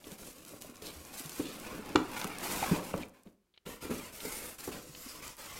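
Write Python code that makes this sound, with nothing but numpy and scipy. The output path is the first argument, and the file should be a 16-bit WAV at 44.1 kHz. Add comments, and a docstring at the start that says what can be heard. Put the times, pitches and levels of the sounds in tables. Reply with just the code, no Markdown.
"""Unpacking a cardboard box

Hands and sleeves rub over a plastic bag and scrape cardboard: random slip clicks, coloured by surface.
Parts knock and clack (decaying sines and noise); creases, beads and fingers snap and tap (noise bursts);
short squeaks are wavering tones. Then a polystyrene block is gripped, dragged up the side and lifted
clear: more slips, driving resonances that change as it comes free. All is close, in a little tiled room.
"""
import sys
import numpy as np
from scipy import signal
from scipy.fft import rfft, irfft, next_fast_len
from scipy.io import wavfile
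from scipy.ndimage import uniform_filter1d, map_coordinates

SR = 44100
rng = np.random.default_rng(int(sys.argv[2]) if len(sys.argv) > 2 else 0)


def materialize(psi):
    """Save the field psi as 16-bit PCM at rate SR to the path in sys.argv[1].

    A 1-D psi becomes a single channel; in a 2-D psi each row is a channel.
    """
    bounded = np.clip(np.atleast_2d(psi).T, -1, 1)
    quanta = np.round(bounded * 32767).astype(np.int16)
    wavfile.write(sys.argv[1], SR, quanta)


N = 246556
TIME = np.arange(N) / SR  # s, whole scene
SHORT = TIME[:SR // 2]  # s, time axis of one short event
TOP_HZ = 15900  # top of the audible band

# colour of the shaken box walls: f/Hz, relative density/dB per Hz
WALL_COLOUR = [(25, -2.5), (70, -7.5), (120, -5), (185, 0.5), (240, 1), (310, 3), (400, -3), (550, -0.5),
               (750, -16), (1500, -40)]


def undb(db):
    """Decibels to gain."""
    return 10 ** (np.asarray(db) / 20)


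def unit(x):
    """Scale to rms 1."""
    return x / np.sqrt(np.mean(x ** 2))


def add(track, s, sound):
    """Mix a sound into a track at time s."""
    i = int(s * SR)
    track[i:i + len(sound)] += sound[:N - i]


def colour(x, points):
    """Shape a sound by a (Hz, dB) spectrum, straight over log frequency; rms 1."""
    hz, db = np.transpose(points)
    bins = np.maximum(np.fft.rfftfreq(N, 1 / SR), 1)
    gain = undb(np.interp(np.log(bins), np.log(hz), db))
    return unit(irfft(rfft(x) * gain, N))


def band(x, hz, width):
    """One resonance, gain 1 at its centre."""
    b, a = signal.iirpeak(hz, hz / width, fs=SR)
    return signal.lfilter(b, a, x)


def soften(x, hz):
    """Two-pole low-pass: a softer, longer contact."""
    return signal.sosfilt(signal.butter(2, hz, fs=SR, output="sos"), x)


def ring(modes):
    """Free decay of (Hz, dB, t60) modes, neighbours swinging opposite ways."""
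    out = np.zeros(len(SHORT))
    for k, (hz, db, t60) in enumerate(modes):
        decay = np.exp(-np.log(1000) * SHORT / t60)
        out += (-1) ** k * undb(db) * np.sin(2 * np.pi * hz * SHORT) * decay
    return out


def wander(rate):
    """A smooth random drift, spread near 1, taking a new random value rate times a second."""
    step = int(SR / rate)
    held = np.repeat(rng.standard_normal(256), step)[:N]
    return 1.3 * uniform_filter1d(uniform_filter1d(held, step), step)


def controls(strokes, release_s):
    """Strokes speed up, hold and coast to rest, adding in power: gains of hiss, scrape and rumble."""
    power = np.zeros((3, N))
    for s, rise, hold, *levels_db in strokes:
        since_hold = np.maximum(TIME - s - rise - hold, 0)
        # coasting falls to 1/e of the speed in release_s
        speed = np.clip((TIME - s) / rise, 0, 1) * np.exp(-(since_hold / release_s) ** 2)
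        power += np.outer(undb(levels_db), speed) ** 2
    return np.sqrt(power)


def slips(rate, spread_db, catch_db, catch_rate):
    """Friction as a stream of tiny slips of uneven size, swelling as the surface catches and lets go."""
    sizes = undb(spread_db * np.minimum(rng.exponential(size=N), 5))
    happens = rng.random(N) < rate / SR  # rate is slips per second
    clicks = happens * rng.choice([-1, 1], N) * sizes
    grip = np.interp(TIME * catch_rate, np.arange(N), rng.standard_normal(N))
    return clicks * undb(catch_db * grip)


def between_walls(x, share, drift, rate, count=4):
    """Reflections off the near walls; their paths change as the hands move, so the colour keeps shifting."""
    out = x.copy()
    for k in range(count):
        lag = .0011 * (k + 1) * np.exp(drift * wander(rate))  # s
        out += (-1) ** k * share * map_coordinates(x, [(TIME - lag) * SR], order=2)
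    return out / np.sqrt(1 + count * share ** 2)


def patchy(x, patchy_db, rate, count=56):
    """Narrow bands of the contact patch swell and fade, each on its own, as the touching spot moves."""
    size = next_fast_len(N, True)
    spectrum, bins = rfft(x, size), np.fft.rfftfreq(size, 1 / SR)
    centres, gap = np.linspace(0, TOP_HZ, count, retstep=True)
    out = np.zeros(N)
    for hz in centres:
        depth_db = patchy_db * min((hz + gap) / 3000, 1)  # shallower in the bass
        triangle = np.maximum(1 - np.abs(bins - hz) / gap, 0)
        out += irfft(spectrum * triangle, size)[:N] * undb(depth_db * wander(rate))
    return unit(out)


def still_room():
    """The quiet of the room: steady noise, strongest in the bass."""
    # room tone: f/Hz, relative density/dB per Hz
    tone = [(18, -26), (30, -2), (320, -13), (355, -2.5), (567, -19), (1060, -19), (1690, -21.5),
            (15000, -30)]
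    return undb(-80) * colour(rng.standard_normal(N), tone)


def room(x):
    """Diffuse echo of a tiled room: decaying noise whose treble dies first."""
    t60_s, treble_t60_s = 0.5, 0.3
    noise = rng.standard_normal(len(SHORT))
    low = soften(noise, 2000)
    tail = low * undb(-60 * SHORT / t60_s) + (noise - low) * undb(-60 * SHORT / treble_t60_s)
    tail = tail * (SHORT > .008)  # the echo starts after 8 ms
    return signal.fftconvolve(x, tail / np.sqrt(np.sum(tail ** 2)))[:N]


def taps():
    """A light touch on a stiff surface rings briefly in one band, over a duller bump."""
    # taps of fingers and watch strap: t/s, peak level/dB, decay of the touch to 1/e/s
    touches = [(.0415, -41, 0.0035), (3.271, -55.5, 0.004), (3.539, -58.5, 0.012), (3.562, -58, 0.0062),
               (3.576, -44.5, 0.0033), (3.663, -38.5, 0.0044), (4.203, -36.5, 0.0046), (4.949, -38, 0.0025)]
    out = np.zeros(N)
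    body = signal.butter(3, [2200, 4000], "bandpass", fs=SR, output="sos")
    for s, db, decay in touches:
        touch = rng.standard_normal(len(SHORT)) * np.exp(-SHORT / decay)
        tap = signal.sosfilt(body, touch) + undb(-10) * soften(touch, 2100)
        add(out, s, undb(db) * tap / np.abs(tap).max())
    return out


def snaps():
    """A crease or bead gives way in a noise burst a few milliseconds long."""
    # creases snapping in the plastic and beads cracking: t/s, peak level/dB, centre f/Hz
    cracks = [(.118, -36, 6000), (.757, -42, 4900), (.768, -41, 6000), (.822, -35.5, 6000),
              (0.868, -34, 4900), (1.051, -37, 5400), (1.319, -36, 5800), (1.456, -37, 3950),
              (1.469, -39, 4000), (1.599, -34, 11000), (1.892, -39, 8000), (2.215, -25, 3480),
              (2.243, -26, 8600), (2.275, -32, 9000), (2.385, -29.5, 8000), (2.963, -39.5, 8000),
              (3.055, -48.5, 10000), (3.085, -49.5, 10000), (3.094, -50, 10000), (3.234, -53, 7780),
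              (5.279, -30.5, 7900), (5.368, -40, 13000)]
    decay_s = 0.0015
    out = np.zeros(N)
    for s, db, hz in cracks:
        burst = rng.standard_normal(len(SHORT)) * np.exp(-SHORT / decay_s)
        burst = band(burst, hz, 0.74 * hz)
        burst = band(burst, hz, 1.9 * min(hz, SR / 4))  # width stays below half the sample rate
        add(out, s, undb(db) * burst / np.abs(burst).max())
    return out


def squeaks():
    """A surface briefly sticks and slips at an unsteady rate, with a weak third harmonic."""
    # stick-slip squeaks: t/s, level before softening/dB, pitch f/Hz, length (twice the time to peak)/s
    cries = [(2.626, -24, 795, 0.008), (2.635, -29, 785, 0.012),  (2.932, -44, 2500, 0.0098),
             (3.032, -37.5, 2450, 0.0042)]
    out = np.zeros(N)
    for s, db, hz, length in cries:
        waver = 0.084 * unit(soften(rng.standard_normal(len(SHORT)), 321.7))
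        phase = 2 * np.pi * np.cumsum(hz * (1 + waver)) / SR
        rise = 2 * SHORT / length
        envelope = rise ** 2 * np.exp(2 - 2 * rise)
        add(out, s, undb(db) * envelope * (np.sin(phase) + undb(-11.5) * np.sin(3 * phase)))
    return soften(out, 5300)


def clacks():
    """Hard parts meet with a crunch and a short ring, duller when padding lies between."""
    # meetings of hard parts: t/s, level before softening/dB, contact cut-off f/Hz
    hits = [(1.9555, -20.5, 1490), (1.9577, -9.5, 7900), (2.2155, -32, 7000), (2.2432, -26.5, 8920),
            (2.9393, -22, 1310), (3.905, -39, 1520), (4.249, -48, 1100), (4.6762, -42, 1200)]
    # modes of the parts: f/Hz, relative level/dB, t60/s
    part_modes = [(724, -9.5, 0.024), (968, -5.5, 0.021), (1180, -3.5, 0.022), (1392, -2.5, 0.013),
                  (1900, -15.5, 0.022), (2310, -17, 0.034), (2850, -11, 0.023), (3475, -14, 0.024),
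                  (4100, -10, 0.0091), (7170, -11.5, 0.0058)]
    out, part = np.zeros(N), ring(part_modes)
    part = part / np.abs(part).max()
    rise = SHORT / 0.0021
    for s, db, contact_hz in hits:
        grit = soften(rng.standard_normal(len(SHORT)), 8300)
        crunch = undb(-16.5) * grit * rise * np.exp(1 - rise)
        add(out, s, undb(db) * soften(part + crunch, contact_hz))
    return out


def knocks():
    """A struck panel swings for a few cycles, sets the box ringing and shakes the loose packing."""
    # blows on the cardboard: t/s, level/dB, struck panel f/Hz, box ring relative to the blow/dB
    blows = [(0.065, -50, 288, 10), (.118, -42.5, 190, -4), (.535, -39, 536, -1.5), (.646, -42, 600, -9),
             (0.692, -41.5, 242, -24), (.822, -42, 397, -5), (.957, -49, 74.4, -1), (1.201, -41, 270, -4),
             (1.252, -42, 152, -19), (1.3959, -25.5, 282, 0.5), (1.451, -39, 320, -3),
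             (1.791, -42, 211, 6.5), (1.953, -16.5, 321, 0), (1.969, -25, 302, -18), (2.245, -36, 189, 6.5),
             (2.713, -18.5, 177, -3.5), (2.731, -25, 294, -5), (2.9389, -25, 530, -8),
             (2.939, -32.5, 171, -5), (3.267, -49.5, 193, -0.5), (3.663, -44.5, 168, 9),
             (3.848, -46.5, 310, 14.5), (3.894, -35.5, 272, 6), (3.906, -27, 238, 3),
             (4.249, -34, 450, -2.5), (4.6757, -30, 374, 3), (4.74, -41.5, 183, -5), (4.891, -48, 147, -7),
             (5.061, -42, 256, -12)]
    # modes of the whole box: f/Hz, relative level/dB, t60/s
    box_modes = [(87.5, -29.5, 0.092), (140.7, -28, 0.088), (181, -17, 0.21), (255.9, -15, 0.27),
                 (302.3, -11, 0.1), (394, -10, 0.12), (434, -13, 0.13), (512, -10, 0.05), (580, -24, 0.14),
                 (745, -36, 0.062)]
    swell_cycles = 1.13  # the panel reaches its widest swing after this many cycles
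    thump_hz, thump_db, thump_s = 105, -15.5, 0.0058  # each blow also rocks the box on the floor
    out, box = np.zeros(N), ring(box_modes)
    thump = np.sin(2 * np.pi * thump_hz * SHORT) * SHORT / thump_s * np.exp(1 - SHORT / thump_s)
    for s, db, hz, box_db in blows:
        swell = swell_cycles / hz
        panel = SHORT / swell * np.exp(1 - SHORT / swell) * np.sin(2 * np.pi * hz * SHORT)
        rattle = unit(band(rng.standard_normal(len(SHORT)), 600, 800)) * np.exp(-SHORT / 0.02)
        rattle = soften(rattle, 2400) * (1 - np.exp(-SHORT / 0.0024))
        shaken = undb(box_db) * (box + undb(-14.5) * rattle)
        add(out, s, undb(db) * (panel + undb(thump_db) * thump + shaken))
    return out


def rasps(rubbing):
    """The rubbing drives one resonance harder while the surface catches and rings for a moment."""
    # rasps: middle t/s, half length to 1/e/s, f/Hz, width/Hz, peak gain on the rubbing/dB
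    catches = [(0.88, .05, 3830, 1100, 5.5), (1.48, 0.058, 3700, 1400, 6), (2.802, 0.035, 587, 300, 11.5),
               (3.028, 0.014, 3270, 1430, 11), (4.337, 0.1, 2120, 202.5, 1.5), (4.42, 0.13, 9500, 1200, -2),
               (5.003, 0.037, 13200, 1200, 7), (5.1, 0.028, 5000, 240, 8), (5.236, 0.018, 2420, 350, 1)]
    out = np.zeros(N)
    for s, length, hz, width, db in catches:
        out += undb(db) * np.exp(-((TIME - s) / length) ** 2) * band(rubbing, hz, width)
    return out


def rummaging():
    """The bag crinkles under the hands while its contents scrape along the cardboard and shake the walls."""
    # hand strokes: t/s, rise/s, hold/s, then plastic hiss, cardboard scrape, wall rumble before trim/dB
    strokes = [(0, 0.0017, .03, -64, -66.5, -61), (.03, .025, 0.022, -56, -59.5, -52.5),
               (.1, 0.013, .002, -52.5, -59.5, -54), (.175, 0.014, 0.098, -52.5, -59.5, -52.5),
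               (.34, 0.017, 0.14, -58.5, -64.5, -55.5), (.455, 0.03, 0.065, -57.5, -63.5, -56),
               (.603, 0.0078, 0.062, -56.5, -60, -53), (.735, 0.011, 0.028, -62, -60.5, -58),
               (.815, 0.0076, 0.057, -51.5, -54.5, -48.5), (.92, 0.024, 0.04, -53.5, -57.5, -52),
               (1.02, 0.04, 0.055, -55.5, -58, -55), (1.085, 0.083, .015, -45.5, -53.5, -56),
               (1.22, 0.024, 0.026, -51, -53.5, -56), (1.28, 0.065, .04, -46.5, -54, -51),
               (1.41, 0.047, 0.17, -53, -53, -48), (1.61, 0.053, 0.091, -54.5, -49.5, -46),
               (1.79, 0.065, 0.24, -60, -50.5, -46), (2.09, 0.086, 0.031, -47, -42.5, -47),
               (2.26, 0.013, 0.11, -55, -47.5, -50.5), (2.385, 0.054, 0.018, -42.5, -42.5, -42),
               (2.45, 0.058, 0.048, -40, -42, -40), (2.58, 0.043, 0.11, -44, -41, -40),
               (2.805, 0.037, 0.042, -50.5, -50.5, -48.5), (2.93, 0.017, 0.045, -56.5, -52.5, -42),
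               (3.04, .03, .17, -78, -78, -80), (3.13, 0.012, .002, -71, -66, -70),
               (3.245, 0.016, 0.0018, -73.5, -74.5, -57.5)]
    # colour of the plastic: f/Hz, relative density/dB per Hz
    bag_colour = [(1200, -14.5), (2600, -1), (4000, -0.5), (7300, 1.5), (10000, 1), (13500, -0.5),
                  (16000, -9)]
    # colour of the scraped cardboard: f/Hz, relative density/dB per Hz
    card_colour = [(350, -3), (600, -0.5), (1100, 2), (1450, -1), (1850, -5), (2450, -1), (3200, -9.5),
                   (5000, -13), (10000, -22)]
    hiss, scrape, rumble = controls(strokes, release_s=0.063)
    bag = colour(slips(rate=7000, spread_db=2.0, catch_db=2.1, catch_rate=100), bag_colour)
    creases = colour(slips(rate=140, spread_db=6.0, catch_db=-4.0, catch_rate=7.8), bag_colour)
    bag = between_walls(bag + undb(-8.5) * creases, share=0.27, drift=0.23, rate=7)
    card = colour(slips(rate=2600, spread_db=2.5, catch_db=0.5, catch_rate=90), card_colour)
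    card = between_walls(card, share=0.34, drift=.35, rate=7)
    walls = colour(slips(rate=900, spread_db=0.5, catch_db=2.0, catch_rate=40), WALL_COLOUR)
    return undb(-0.4) * hiss * bag + undb(1.44) * scrape * card + undb(-2.0) * rumble * walls


def resonate(rub, modes):
    """The rubbing drives a set of (Hz, width Hz, dB) resonances."""
    return sum(undb(db) * band(rub, hz, width) for hz, width, db in modes)


def polystyrene():
    """Foam beads skid over cardboard; the block's resonances change as it comes free."""
    # pulls on the block: t/s, rise/s, hold/s, then bead hiss, block scrape, wall rumble before trim/dB
    pulls = [(3.652, 0.013, 0.043, -53.5, -51, -52), (3.802, 0.026, 0.0036, -50.5, -48, -49),
             (3.9, .006, 0.038, -50, -49.5, -42.5), (3.97, 0.0097, 0.075, -53.5, -51.5, -56.5),
             (4.12, 0.015, 0.093, -50.5, -56, -62.5), (4.2, 0.054, 0.1, -47, -50.5, -49),
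             (4.37, 0.035, 0.083, -50, -51.5, -55.5), (4.582, 0.004, 0.016, -50.5, -55, -55.5),
             (4.62, 0.021, 0.0018, -47, -53.5, -66), (4.712, 0.006, 0.021, -48.5, -48, -47.5),
             (4.78, 0.019, 0.16, -55.5, -63.5, -55), (4.9, 0.18, 0.022, -49, -55, -72),
             (5.135, 0.015, 0.016, -53.5, -54, -50), (5.22, 0.0055, 0.038, -49, -49.5, -58),
             (5.366, 0.024, .2, -50.5, -51, -58)]
    # colour of the skidding beads: f/Hz, relative density/dB per Hz
    bead_colour = [(1500, -7), (2800, -6.5), (4000, -2.5), (5200, 0), (7300, 0), (9500, -3.5), (11500, -2),
                   (13600, -4), (16000, -8.5)]
    # colour of the scraping block: f/Hz, relative density/dB per Hz
    block_colour = [(350, -4.5), (550, 0), (750, -6), (1000, -2), (1350, -6.5), (1650, -8.5), (2200, -4.5),
                    (2800, -5), (4000, -12.5), (9000, -30)]
    # slow flexing of the big flaps as the block drags on them: f/Hz, relative density/dB per Hz
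    flap_colour = [(20, -2), (45, 7.5), (70, -3), (110, -1.5), (180, -10), (400, -52)]
    # resonances of the block while wedged in the box: f/Hz, width/Hz, level/dB
    wedged_modes = [(462, 42, 7.5), (1360, 180, 1), (2170, 440, -9), (9400, 2300, -4), (13300, 650, 0)]
    # resonances of the block once free: f/Hz, width/Hz, level/dB
    free_modes = [(1340, 400, -4.5), (1930, 110, -10), (2620, 250, -10), (7300, 1700, -17)]
    free_s, freeing_s = 4.68, 0.033  # moment the block starts to come free, and how long it takes
    hiss, scrape, rumble = controls(pulls, release_s=0.068)
    beads = colour(slips(rate=18000, spread_db=2.0, catch_db=1.6, catch_rate=130), bead_colour)
    beads = patchy(beads, patchy_db=2.4, rate=32)
    block = colour(slips(rate=7000, spread_db=2.5, catch_db=0.5, catch_rate=170), block_colour)
    block = between_walls(block, share=0.63, drift=0.192, rate=6)
    walls = colour(slips(rate=1300, spread_db=4.5, catch_db=2.5, catch_rate=23), WALL_COLOUR)
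    flaps = colour(rng.standard_normal(N), flap_colour)
    rub = undb(-0.35) * hiss * beads + undb(-1.0) * scrape * block
    freed = np.clip((TIME - free_s) / freeing_s, 0, 1)
    body = (1 - freed) * resonate(rub, wedged_modes) + freed * resonate(rub, free_modes)
    return rub + body + undb(-1.5) * rumble * walls + undb(-9.0) * scrape * flaps


def scene():
    """All the handling, heard close up with a little of the room."""
    rubbing = rummaging() + polystyrene()
    rubbing = rubbing + rasps(rubbing)
    thuds, hard = knocks(), clacks()
    small = snaps() + taps() + squeaks()
    sends = undb(-13) * rubbing + undb(-12.5) * thuds + undb(-11.5) * hard + undb(-24) * small
    mix = rubbing + thuds + hard + small + room(sends) + still_room()
    return mix[None]


def record(dry):
    """A steep low-pass cuts the extreme top."""
    return signal.sosfilt(signal.ellip(10, .2, 70, TOP_HZ, fs=SR, output="sos"), dry)


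dry = scene()
out = record(dry)
materialize(out)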